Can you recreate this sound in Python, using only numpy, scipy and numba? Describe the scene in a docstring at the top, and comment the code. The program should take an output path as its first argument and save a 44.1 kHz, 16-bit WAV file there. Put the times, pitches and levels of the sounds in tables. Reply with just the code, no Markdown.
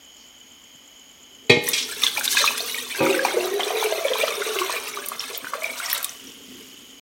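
"""In a quiet kitchen, water is tipped from one metal pot into another that is full of meat and vegetables.
The knocked pots ring as damped modes; the stream is swarms of decaying bubble tones and bursts of spray.
Slaps of water drive moving air resonances in the gaps, while low glugs rock from before the pour onwards
and a faint fizz seeps after it. Far insects are narrow noise bands, with one nearer insect chirping in pairs."""
import sys
import numpy as np
from scipy import signal
from scipy.fft import rfft, irfft
from scipy.io import wavfile
from scipy.ndimage import uniform_filter1d
from numba import njit

SR = 44100
rng = np.random.default_rng(int(sys.argv[2]) if len(sys.argv) > 2 else 0)


def materialize(psi):
    """Save the field psi as 16-bit PCM at rate SR to the path in sys.argv[1].

    A 1-D psi becomes a single channel; in a 2-D psi each row is a channel.
    """
    bounded = np.clip(np.atleast_2d(psi).T, -1, 1)
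    quanta = np.round(bounded * 32767).astype(np.int16)
    wavfile.write(sys.argv[1], SR, quanta)


N = 314750
TIME = np.arange(N) / SR  # seconds

# Spectrum of the room noise. Each row: frequency in Hz, relative level in dB.
ROOM_COLOUR = [(18, -29), (30, -3), (174, -12), (252, 0), (319, -6.5), (1720, -12), (2200, -6),
               (2750, -10.5), (3870, -16), (5170, -12), (5900, -20), (6900, -11), (7900, -22), (14400, -18),
               (16000, -22)]
# Distant insect choruses. Each row: centre in Hz, width in Hz, level in dB.
INSECT_CHORUSES = [(3006, 35, -57), (3127, 310, -57.5), (3100, 300, -55), (5360, 960, -67.5),
                   (6640, 330, -56)]
CHIRP_FIRST_S, CHIRP_PERIOD_S = .03, .1183
# The two pulses of a chirp. Each row: lag in seconds, peak level in dB.
CHIRP_PULSES = [(0, -51), (.019, -45.5)]

# The body of water rocking in the pot. Each row: middle in seconds, length in seconds, level in dB.
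ROCKING_SWELLS = [(2.183, 2.6, -47.5), (3.33, 1.2, -46.5), (4.899, 2.8, -53), (5.441, 0.048, -42.5),
                  (5.719, 0.081, -48), (6.264, 0.18, -52), (6.546, 0.23, -49), (6.595, 1.75, -51.5)]
# Water seeping through the food after the pour. Each row: time in seconds, level in dB.
SEEP_LEVEL = [(5.8, -100), (6.15, -45.5), (6.29, -44.5), (6.4, -49), (6.58, -45), (7.0, -53)]
# Spectral shaping of the glugs and of the seep. Each row: frequency in Hz, relative level in dB.
GLUG_COLOUR = [(100, 9.5), (260, 0.5), (330, -11.5), (480, 1.5)]
SEEP_COLOUR = [(700, -4.5), (1500, -5.5), (2400, -1.5), (3000, 12), (4000, -1.5), (5500, 3.5),
               (9000, -0.5), (15000, 1.5)]

# Vibration modes of the pots. Each row: frequency in Hz, relative level in dB when struck on the rim,
# when bumped on the wall and when the rims slide, 60 dB decay time in seconds before the contact scales it.
POT_MODES = [(115.7, -1, -8.5, -40, 0.11), (158, -7.5, -12, -36.5, .2), (246.4, -7, -12.5, -28, 0.52),
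             (317, -12.5, -5.5, -32.5, 1.0), (371, 0.5, -9, -25, .25), (421, 6, -13, -22, 0.12),
             (479, 1, -14, -20, .3), (503, -22, -10, -30, .6), (544, -24, -6, -30, 1.0),
             (621, -5, -18, -25, .3), (761, -15, -11, -30, .45), (842, -12, -14, -30, .45),
             (950, -18, -7, -30, .35), (1190, -18, -12, -30, .23), (1806, -9, -30, -28, .3),
             (1884, -5.5, -28, -26, .32), (2075, -5, -26, -22, .31), (2157, -3, -26, -14, .52),
             (2201, -10, -24, -17, .7), (2273, 1, -17, -17, .17), (2388, -2, -17, -6, .35),
             (2454, -1, -14, -18, .24), (2507, -6, -18, -11, .25), (2545, 0, -14, -18, .22),
             (3225, -11, -30, -17, .3), (3293, -2, -30, -9, .12), (3343, -18, -30, -10.5, .42),
             (3520, -3, -34, -15, 0.16), (3530, -13.5, -30, -27, 0.25), (3880, -8, -29, -23, 0.13),
             (4150, -25, -33, -29, .2), (3920, -6, -30, -15, 0.29), (4450, -1.5, -35, -17, 0.18),
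             (4499, -9.5, -34, -18, 0.21), (4635, -16.5, -34, -15.5, 0.33), (5100, -25, -35, -4.5, .15),
             (5520, -28, -34, -16.5, 0.45), (5820, -24, -35, -6, 0.2), (7900, -31.5, -40, -9, 0.2),
             (8170, -17, -40, -10, 0.098)]
# Contacts that ring the pots. Each row: start in seconds, relative level in dB, lowest and highest
# excited frequency in Hz, place, decay time factor, scrape decay constant in seconds,
# relative scrape level in dB, attack time constant in seconds.
CONTACTS = [(1.495, -14.5, 60, 7040, "rim", 0.79, 0.016, 4.5, .003),
            (1.505, -25.5, 1680, 4970, "rim", 0.68, 0.049, 12.5, 0.0022),
            (1.566, -13.5, 98, 620, "rim", 0.24, 0.01, -0.5, 0.0016),
            (1.732, -17, 1900, 9900, "slide", 0.76, 0.047, 1.5, 0.001),
            (1.776, -21.5, 2800, 6970, "slide", 0.42, 0.031, 11, 0.0038),
            (1.823, -23.5, 4020, 6670, "slide", 0.6, 0.013, 12, .004),
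            (3.001, -13, 80, 2900, "wall", 0.95, 0.045, -13, 0.0082)]
# Places of contact, in the order of the level columns of the modes.
CONTACT_PLACES = ["rim", "wall", "slide"]
# Spectral shaping of a scrape. Each row: frequency in Hz, relative level in dB.
SCRAPE_SPECTRUM = [(60, -9.5), (130, 15), (200, -2), (400, 10), (680, -4.5), (1100, 3.5), (1500, -10.5),
                   (2400, -1), (2900, -2), (3500, 2), (4500, -5.5), (5200, -5), (8000, -6), (12000, -11)]
# Shifting water and rubbing rims disturb each mode: scale of pitch in Hz, of level in dB, changes per second.
MODE_WOBBLE_HZ, MODE_FLUTTER_DB, WOBBLE_RATE = 2.2, 2.5, 36

# Strength of the stream as the pot is tipped, eased off and emptied. Each row: time in seconds, level in dB.
STREAM_FLOW = [(1.62, -18), (1.664, 4), (1.82, -1.5), (1.92, 2), (2.0, 2), (2.13, -2), (2.28, -1), (2.7, 4),
               (3.3, 1.5), (3.52, -0.5), (3.85, 3), (4.3, 2.5), (4.9, -0.5), (5.42, -12), (5.66, -3),
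               (5.75, -7.5), (5.79, 0), (5.931, 4), (6.02, -4), (6.13, -12)]
# Gushes over the rim on top of it. Each row: middle in seconds, length in seconds, extra level in dB.
RIM_GUSHES = [(2.05, 0.15, 13), (2.182, 0.073, 9.5), (2.313, 0.12, 5.5), (2.402, 0.22, 15.5),
              (3.157, 0.11, 0), (3.252, 0.018, 14), (3.608, 0.062, 0.5), (4.117, 0.045, 0),
              (4.183, 0.17, 1.5), (4.277, 0.023, 4.5), (4.73, 0.21, 2), (4.99, 0.037, 4), (5.248, 0.2, 7.5),
              (5.315, 0.056, 3.5)]
GUSH_SPATTER = 0.5  # share of a gush's extra dB that goes into spatter
SPATTER_POWER = 0.65  # spatter goes with flow to this power: a thin stream still spatters
CLUMP_RATE, CLUMP_DB = 36, 2.5  # clumps of the stream: changes per second, scale of their level
# Spectral shaping of bubbles, fizz and spatter. Each row: frequency in Hz, relative level in dB.
BUBBLE_SPECTRUM = [(500, -17), (700, -12), (1150, -0.5), (1450, -3), (1900, -1), (2400, 4), (2900, -1)]
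FIZZ_SPECTRUM = [(2000, -29.5), (2600, -3.5), (3500, 9), (4200, 7), (5000, 2), (5900, 9), (7200, 1),
                 (8500, -17)]
SPATTER_SPECTRUM = [(1000, -5.5), (3000, -10), (7000, -9.5), (8200, 3), (10000, -1.5), (12000, -0.5),
                    (13500, -2.5), (15500, -0.5)]
# Levels at a flow of 0 dB, before clumps, gushes and bare food; blips are the few long-ringing bubbles.
BUBBLE_DB, FIZZ_DB, BLIP_DB, SPRAY_DB, PING_DB = -38, -38.5, -44.5, -43, -42
POOL_S, POOL_RISE_S = 2.89, 0.056  # when and how gradually a pool forms under the stream
BARE_BUBBLE_DB, BARE_SPATTER_DB = -9.5, 1.5  # change while the stream still lands on bare food

# Air resonances of two gaps beside the food. Each row: time in seconds, lower and upper pitch in Hz.
GAP_PITCHES = [(2.6, 440, 563), (2.96, 400, 550), (3.25, 330, 546), (3.42, 375, 605), (3.54, 412, 632),
               (3.85, 442, 640), (4.2, 448, 580), (4.5, 440, 585), (4.8, 438, 615), (5.3, 450, 615),
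               (5.7, 560, 625), (6.1, 610, 660)]
# Runs of water into the gaps. Each row: start in seconds, hold in seconds, level in dB,
# upper gap relative to lower in dB.
GAP_RUNS = [(2.144, 0.016, -46.5, 30), (2.404, 0.028, -34.5, 3), (2.595, 0.016, -47, -18),
            (2.96, 0.12, -41, -22), (3.03, 0.24, -27, -12), (3.336, 0.12, -27, -0.5),
            (3.514, 0.37, -29.5, -18), (3.895, 0.11, -30, 12), (4.055, 0.37, -35.5, -5),
            (4.462, 0.31, -33.5, -8), (4.945, 0.14, -43.5, 6), (5.296, 0.017, -35.5, -15),
            (5.52, 0.14, -39, 6), (5.948, 0.032, -45, 0)]
GURGLE_ATTACK_S, GURGLE_RELEASE_S = 0.0046, 0.053
TRICKLE_DB = -52.5  # what the flow alone stirs in the lower gap, at a flow of 0 dB
SLAP_DB = -16.5  # relative to the lower gap
# The rocking water changes the size of the gaps: scale as a share of pitch, changes per second.
GAP_WANDER, GAP_WANDER_RATE = 0.064, 14

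# Thrown drops. Each row: start in seconds, relative level in dB, lowest frequency in Hz.
THROWN_DROPS = [(1.638, -19, 4500), (1.687, -4.5, 8800), (2.194, -13, 7000), (3.84, -14.5, 6960),
                (4.183, -16, 11000), (5.06, -15, 8600), (5.085, -10.5, 8450), (5.375, -10.5, 13300),
                (5.633, -17.5, 2500), (5.899, -11.5, 2500), (5.912, -17, 10400), (5.929, -4, 11700),
                (5.945, -12.5, 9600), (6.028, -13.5, 7950), (6.044, -8, 7000)]
SPLAT_TOP_HZ, SPLAT_ATTACK_S, SPLAT_DECAY_S = 16200, 0.0005, 0.0033
# Large bubbles. Each row: start in seconds, relative level in dB, initial pitch in Hz, nominal ringing in cycles.
LARGE_BUBBLES = [(1.678, -17, 1900, 22), (2.036, -3, 3550, 30), (2.066, -4, 3350, 34),
                 (2.172, -20.5, 2335, 106), (2.179, -20.5, 836, 39), (2.21, -15.5, 1545, 24),
                 (2.278, -8, 3660, 44), (2.369, -15.5, 1640, 74), (2.371, -11.5, 2460, 55),
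                 (2.35, -16, 1000, 12.5), (2.441, -7.5, 1163, 22.4), (2.462, -15, 3990, 100),
                 (2.476, -11.5, 2493, 95), (2.425, -20, 1520, 26), (2.506, -19.5, 960, 16),
                 (2.548, -26, 1430, 30), (2.605, -15.5, 4270, 43), (2.603, -26.5, 670, 30),
                 (2.745, -17.5, 2230, 39), (2.949, -26, 1570, 73), (2.992, -22.5, 2500, 69),
                 (3.006, -21, 1530, 35), (3.067, -11, 1240, 18), (3.062, -16.5, 2270, 56),
                 (3.128, -20.5, 2660, 82), (3.309, -22.5, 1410, 40), (3.101, -16.5, 2450, 72),
                 (3.143, -19, 1490, 58), (3.192, -14, 1625, 50), (3.25, -4, 830, 14.8),
                 (3.367, -7.5, 473, 18.6), (3.285, -22.5, 2120, 120), (3.595, 0, 490, 2.6),
                 (3.606, -19.5, 3120, 86), (3.633, -14, 3440, 58), (3.705, -6.5, 707, 7.6),
                 (3.759, -7.5, 630, 4.1), (3.826, -3.5, 850, 5.7), (3.922, -12, 630, 61),
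                 (3.86, -15, 2600, 26), (4.083, -16, 3250, 50), (4.155, -16, 970, 18),
                 (4.282, -11.5, 3220, 18), (4.42, -20, 1436, 42), (4.05, -10, 551, 21),
                 (4.114, -8, 486, 14), (4.135, -10, 3220, 22), (4.212, -19, 2350, 104),
                 (4.234, -7.5, 584, 15.3), (4.464, -17.5, 453, 20), (4.28, -14.5, 1320, 19),
                 (4.588, -4.5, 2750, 11.5), (4.616, -16.5, 1096, 42), (4.696, -11.5, 970, 9.7),
                 (4.972, -20, 1166, 45), (5.118, -12, 1140, 9), (5.195, -17.5, 5400, 94),
                 (5.205, -12, 3160, 13.4), (5.445, -13.5, 1440, 9.5), (5.469, -21.5, 1490, 32),
                 (5.535, -9.5, 1170, 12.7), (5.621, -26.5, 2190, 69), (5.642, -16.5, 2326, 61),
                 (5.662, -21, 2220, 30), (5.698, -25, 2205, 62), (5.8, -20, 1390, 27),
                 (5.86, -17.5, 5420, 58), (5.915, -19.5, 5460, 80), (5.949, -19, 3700, 51),
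                 (6.044, -15.5, 3630, 20), (5.965, -23, 1270, 25), (5.99, -20, 780, 4.9),
                 (6.094, -18.5, 6000, 33), (6.271, -34.5, 5700, 110), (5.929, -14.5, 1770, 26)]
# Sheets of water breaking on the food. Each row: middle in seconds, length in seconds, level in dB,
# lowest and highest frequency in Hz.
WATER_SHEETS = [(2.25, 0.047, -21.5, 3580, 13400), (2.32, 0.073, -22, 3800, 14000),
                (2.384, 0.087, -23.5, 2150, 9200), (2.42, 0.031, -25, 2950, 8000),
                (2.473, 0.034, -27, 2490, 5950), (2.58, 0.016, -22.5, 2200, 14100),
                (5.21, 0.039, -40, 4500, 7460), (5.348, 0.054, -33, 2920, 7200),
                (5.788, 0.059, -34.5, 2820, 15000), (4.887, 0.046, -35, 3000, 14000),
                (5.908, 0.072, -32.5, 2510, 6900), (5.979, 0.015, -28.5, 4960, 15000)]

# Resonances of the air in the pot above the food. Each row: frequency in Hz, sharpness Q, gain in dB.
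POT_AIR_MODES = [(991, 17, -3.5), (1147, 37, -3.5), (2070, 31, -12), (2330, 10, -15.5), (4100, 46, -22.5),
                 (5230, 42, -23)]
# Reflections off the wall: level in dB, 60 dB decay time, changes of the landing spot per second.
POT_ECHO_DB, POT_T60_S, LANDING_RATE = -8, 0.05, 14
STOP_S, TOP_HZ = 6.997, 16000  # the sound is cut off at this time; upper edge of the passband


def undb(db):
    """Amplitude gain is ten to the power of dB over twenty."""
    return 10 ** (np.asarray(db) / 20)


def unit(x):
    """Normalization of mean power: scale to rms 1."""
    return x / np.sqrt(np.mean(x ** 2) + 1e-20)


def colour(x, points):
    """Minimum-phase filtering: the folded cepstrum makes a causal response through the given (Hz, dB) points."""
    hz, db = np.transpose(points)
    size = 4096
    grid_hz = np.fft.rfftfreq(size, 1 / SR)
    grid_db = np.interp(np.log(grid_hz + 1), np.log(hz), db)
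    cepstrum = irfft(np.log(undb(grid_db)))
    cepstrum[1:size // 2] *= 2
    cepstrum[size // 2 + 1:] = 0
    impulse = irfft(np.exp(rfft(cepstrum)))
    return signal.fftconvolve(x, impulse)[:len(x)]


def band(x, lo_hz, hi_hz, order=2):
    """Band-pass filtering between two edges, kept inside the audible range of the sampling."""
    edges = [max(lo_hz, 10), min(hi_hz, SR / 2 - 1000)]
    return signal.sosfilt(signal.butter(order, edges, "band", fs=SR, output="sos"), x)


def add(out, s, x):
    """Superposition: mix x into out at time s."""
    i = int(s * SR)
    out[i:i + len(x)] += x[:N - i]


def hump(middle_s, length_s):
    """Squared-cosine envelope: a smooth rise to 1 and fall, over the given length."""
    return np.cos(np.pi * np.clip((TIME - middle_s) / length_s, -.5, .5)) ** 2


def walk(rate, size):
    """Slow random modulation: values held for 1 / rate seconds and smoothed into each other."""
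    hold = int(SR / rate)
    steps = rng.standard_normal(size)[np.arange(size) // hold]
    return uniform_filter1d(steps, hold)


@njit
def rings(times, sizes, hz, cycles, glide, swell):
    """Damped oscillation: sines swell with a constant in cycles and die by 60 dB while their pitch glides up."""
    out = np.zeros(N)
    for k in range(len(times)):
        start, length, turns = int(times[k] * SR), int(cycles[k] * SR / hz[k]), 0.
        for i in range(min(length, N - start)):
            age = i / length
            turns += hz[k] * (1 + glide * age) / SR
            envelope = np.exp(-6.9 * age) * (1 - np.exp(-turns / swell))
            out[start + i] += sizes[k] * envelope * np.sin(2 * np.pi * turns)
    return out


def swarm(rate, lo_hz, hi_hz, cycles, spread_db, glide, even_s=0.086):
    """Random bubble resonances, many faint and a few strong, divided by their local power for an even flow."""
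    when, size, place, life = rng.random((40000, 4))[:int(rate * N / SR)].T
    hz = lo_hz * (hi_hz / lo_hz) ** place
    sizes = undb(-spread_db * np.log(size + .012)) * np.sqrt(hz)
    x = rings(when * N / SR, sizes, np.minimum(hz, SR / 2), cycles * (.5 + life), float(glide), 0.52)
    span = int(even_s * SR)
    power = uniform_filter1d(uniform_filter1d(x ** 2, span), span)
    return x / np.sqrt(np.abs(power) + 1e-3 * np.mean(power))


@njit
def cavity(x, hz, q):
    """Second-order resonance of enclosed air, whose pitch may move from sample to sample."""
    y, b, low = np.empty(len(x)), 0., 0.
    for i in range(len(x)):
        g = np.tan(np.pi * hz[i] / SR)
        v = (b + g * (x[i] - low)) / (1 + g * (g + 1 / q))
        b, low, y[i] = 2 * v - b, low + 2 * g * v, v / q
    return y


def reflections(x, t60, delay_s, top_hz):
    """Reverberation: a dense, exponentially decaying tail of echoes with unit energy."""
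    t = TIME[:int((t60 + delay_s) * SR)]
    noise = band(rng.standard_normal(SR)[:len(t)], 150, top_hz, order=1)
    tail = noise * undb(-60 * t / t60) * (t > delay_s)
    return signal.oaconvolve(x, tail / np.linalg.norm(tail))[:N]


def kitchen():
    """Broadband room noise is shaped by its spectrum; a narrow band of noise forms a soft low drone."""
    air = unit(colour(rng.standard_normal(N), ROOM_COLOUR))
    drone = unit(band(rng.standard_normal(N), 232, 292, order=4))
    return undb(-53.5) * air + undb(-65.5) * drone


def insects():
    """Many far callers blur into narrow noise bands; one nearer insect chirps in pairs of falling pulses."""
    out = np.zeros(N)
    for hz, width, db in INSECT_CHORUSES:
        chorus = band(rng.standard_normal(N), hz - width / 2, hz + width / 2)
        out += undb(db) * unit(chorus)
    age = np.linspace(0, 1, int(.011 * SR))
    for s in np.arange(CHIRP_FIRST_S, N / SR - .1, CHIRP_PERIOD_S):
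        for lag, db in CHIRP_PULSES:
            hz = 7450 - 550 * age + 700 * rng.standard_normal(len(age))  # falling, with a rough pitch
            pulse = np.sin(np.pi * age) * np.sin(2 * np.pi * np.cumsum(hz) / SR)
            start = abs(s + lag - .004 + 0.00011 * rng.standard_normal())
            add(out, start, undb(db) * pulse)
    return out


def handling():
    """Friction and impact as the full pot is lifted: a soft brush of band noise, then a dull damped bump."""
    brush = unit(band(rng.standard_normal(N), 4400, 5900)) * np.exp(-((TIME - .21) / 0.062) ** 2)
    bump = rings(np.array([.75]), undb([-47]), np.array([150.]), np.array([7.]), 0., 0.13)
    return undb(-55.5) * brush + bump


def settling():
    """Low bubble resonances swell as the water rocks; a dense fine swarm fizzes as it seeps through the food."""
    glugs = swarm(rate=260, lo_hz=242.0, hi_hz=454.5, cycles=38.0, spread_db=0.5, glide=0.052)
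    glugs = unit(colour(glugs, GLUG_COLOUR))
    seep = swarm(rate=5500, lo_hz=1000, hi_hz=16000, cycles=35, spread_db=1.5, glide=.05)
    seep = unit(colour(seep, SEEP_COLOUR))
    rocking = sum(undb(db) * hump(s, length) for s, length, db in ROCKING_SWELLS)
    seep_gain = undb(np.interp(TIME, *np.transpose(SEEP_LEVEL)))
    return glugs * rocking + seep_gain * seep


def knocks():
    """Modal vibration: the place of contact sets how strongly each mode answers, and the load makes it waver."""
    out, t = np.zeros(N), TIME[:SR]
    hz, *place_db, t60 = np.transpose(POT_MODES)[:, :, None]
    bend, flutter = (np.array([walk(WOBBLE_RATE, size=SR) for _ in POT_MODES]) for _ in range(2))
    # neighbouring modes swing in opposite directions
    sign = (-1) ** np.arange(len(hz))[:, None]
    phase = 2 * np.pi * np.cumsum(hz + MODE_WOBBLE_HZ * bend, axis=1) / SR
    swing = sign * undb(MODE_FLUTTER_DB * flutter) * np.sin(phase)
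    for s, level_db, lo_hz, hi_hz, place, ring, scrape_s, scrape_db, attack_s in CONTACTS:
        mode_gain = undb(place_db[CONTACT_PLACES.index(place)])
        decay = np.exp(-np.log(1000) / (t60 * ring) * t)
        body = (mode_gain * decay * swing).sum(axis=0)
        scrape = unit(colour(rng.standard_normal(SR), SCRAPE_SPECTRUM)) * np.exp(-t / scrape_s)
        blow = (body + undb(scrape_db - 3.5) * scrape) * (1 - np.exp(-t / attack_s))
        add(out, s, undb(level_db) * band(blow, lo_hz, hi_hz))
    return out


def flow():
    """Source strength of the stream, as a gain; it is silent before and after the pour."""
    s, db = np.transpose(STREAM_FLOW)
    gate = np.interp(TIME, [s[0] - .01, s[0], s[-1], s[-1] + 0.022], [0, 1, 1, 0])
    return undb(np.interp(TIME, s, db)) * gate


def clumps():
    """Random amplitude modulation: the stream lands in stronger and weaker clumps."""
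    return undb(CLUMP_DB * walk(CLUMP_RATE, size=N))


def stream():
    """Trapped air rings as bubbles while impacts spray; as a pool forms, bubbles gain and spatter loses."""
    bubbles = swarm(rate=950, lo_hz=617.0, hi_hz=2776, cycles=64, spread_db=4.5, glide=0.28)
    bubbles = unit(colour(bubbles, BUBBLE_SPECTRUM))
    fizz = swarm(rate=3000, lo_hz=2383, hi_hz=7130, cycles=57, spread_db=5.0, glide=0.13)
    fizz = unit(colour(fizz, FIZZ_SPECTRUM))
    blips = unit(swarm(rate=70, lo_hz=1211, hi_hz=4200, cycles=100, spread_db=3.0, glide=.16, even_s=0.2))
    # the envelope of a swarm of drops gates noise into short bursts of spray
    drops = swarm(rate=750, lo_hz=2147, hi_hz=4890, cycles=44, spread_db=5.0, glide=0)
    spray = np.abs(signal.hilbert(drops)) * rng.standard_normal(N)
    spray = unit(colour(spray, SPATTER_SPECTRUM))
    # the smallest bubbles ping
    pings = swarm(rate=1900, lo_hz=7405, hi_hz=15960, cycles=120, spread_db=5.5, glide=0.034)
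    pings = unit(colour(pings, SPATTER_SPECTRUM))

    bare = .5 - .5 * np.tanh((TIME - POOL_S) / POOL_RISE_S)  # 1 on bare food, 0 on the pool
    gush_db = sum(db * hump(s, length) for s, length, db in RIM_GUSHES)
    trapped_air = undb(BUBBLE_DB + BARE_BUBBLE_DB * bare) * bubbles + undb(FIZZ_DB) * fizz + undb(BLIP_DB) * blips
    spatter = (undb(SPRAY_DB) * spray + undb(PING_DB) * pings) * undb(BARE_SPATTER_DB * bare)
    poured_air = flow() * trapped_air * undb(gush_db)
    poured_spatter = flow() ** SPATTER_POWER * spatter * undb(GUSH_SPATTER * gush_db)
    return clumps() * (poured_air + poured_spatter)


def gurgle():
    """Forced air resonance: irregular slaps drum two gaps; each run of water swells, holds and drains away."""
    s, lower_hz, upper_hz = np.transpose(GAP_PITCHES)
    slaps = swarm(rate=450, lo_hz=320, hi_hz=875, cycles=2.16, spread_db=5.0, glide=0)
    lower_wander, upper_wander = (1 + GAP_WANDER * walk(GAP_WANDER_RATE, size=N) for _ in range(2))
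    lower = unit(cavity(slaps, np.interp(TIME, s, lower_hz) * lower_wander, 14.))
    upper = unit(cavity(slaps, np.interp(TIME, s, upper_hz) * upper_wander, 20.))
    out = undb(TRICKLE_DB) * flow() * lower
    for start, hold, db, upper_db in GAP_RUNS:
        attack = np.clip((TIME - start) / GURGLE_ATTACK_S, 0, 1)
        release = np.exp(-np.maximum(TIME - start - hold, 0) / GURGLE_RELEASE_S)
        drumming = unit(lower + undb(upper_db) * upper + undb(SLAP_DB) * unit(slaps))
        out = out + undb(db) * attack * release * drumming
    return band(out, 352, 794, order=3)


def splats():
    """Impulsive impact: thrown drops slap the food and the wall in a few milliseconds of spray."""
    out, t = np.zeros(N), TIME[:SR // 20]
    envelope = np.exp(-t / SPLAT_DECAY_S) * (1 - np.exp(-t / SPLAT_ATTACK_S))
    for start, level_db, lo_hz in THROWN_DROPS:
        spray = band(rng.standard_normal(len(t)), lo_hz, SPLAT_TOP_HZ)
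        add(out, start, undb(level_db) * .5 * unit(spray) * envelope)
    return out


def plops():
    """Bubble resonance: large bubbles pinch off with a small splash and ring with rising pitch."""
    s, db, hz, cycles = np.array(LARGE_BUBBLES, float).T.copy()
    out, t = rings(s, undb(db + 4.0), hz, cycles, 0.11, 1.16), TIME[:SR // 20]
    envelope = np.exp(-t / 0.023) * (1 - np.exp(-t / 0.0012))
    for start, level_db, pitch_hz, _ in LARGE_BUBBLES:
        splash = band(rng.standard_normal(len(t)), .7 * pitch_hz, 1.8 * pitch_hz, order=1)
        add(out, start, undb(level_db - 22.5) * unit(splash) * envelope)
    return band(out, 380, 19000)


def splashes():
    """Many sources at once: a sheet of water breaks on the food in a dense rush of short-lived bubbles."""
    rush = swarm(rate=8100, lo_hz=1500, hi_hz=14700, cycles=17.0, spread_db=3.5, glide=0.036)
    out = np.zeros(N)
    for s, length, db, lo_hz, hi_hz in WATER_SHEETS:
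        out += undb(db) * hump(s, length) * unit(band(rush, lo_hz, hi_hz))
    return out


def inside_pot(x):
    """Enclosed air resonates, and the wall echoes keep changing as the water lands on different spots."""
    shares = np.array([walk(LANDING_RATE, size=N) for _ in range(6)])  # one for each landing spot
    shares = shares / np.linalg.norm(shares, axis=0)
    echoes = sum(reflections(x * share, t60=POT_T60_S, delay_s=0.001155, top_hz=9900) for share in shares)
    air = sum(undb(db) * cavity(x, np.full(N, float(hz)), float(q)) for hz, q, db in POT_AIR_MODES)
    return x + air + undb(POT_ECHO_DB) * echoes


def scene():
    """Superposition and reverberation: the pour echoes inside the pot, then all near sound but the handling
    rings faintly in the kitchen."""
    pour = stream() + gurgle() + splats() + plops() + splashes()
    near = settling() + knocks() + inside_pot(pour)
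    walls = undb(-14.0) * reflections(near, t60=0.66, delay_s=0.0055, top_hz=6600)
    return (kitchen() + insects() + handling() + near + walls)[None]


def record(dry):
    """Band limiting and overload of a phone: thin deep bass, clipped peaks, a stop near the end, no top."""
    x = signal.sosfilt(signal.butter(2, 42, "high", fs=SR, output="sos"), dry)
    x = np.clip(x, -1, 1) * (TIME < STOP_S)
    return signal.sosfilt(signal.ellip(10, .2, 80, TOP_HZ, fs=SR, output="sos"), x)


dry = scene()
out = record(dry)
materialize(out)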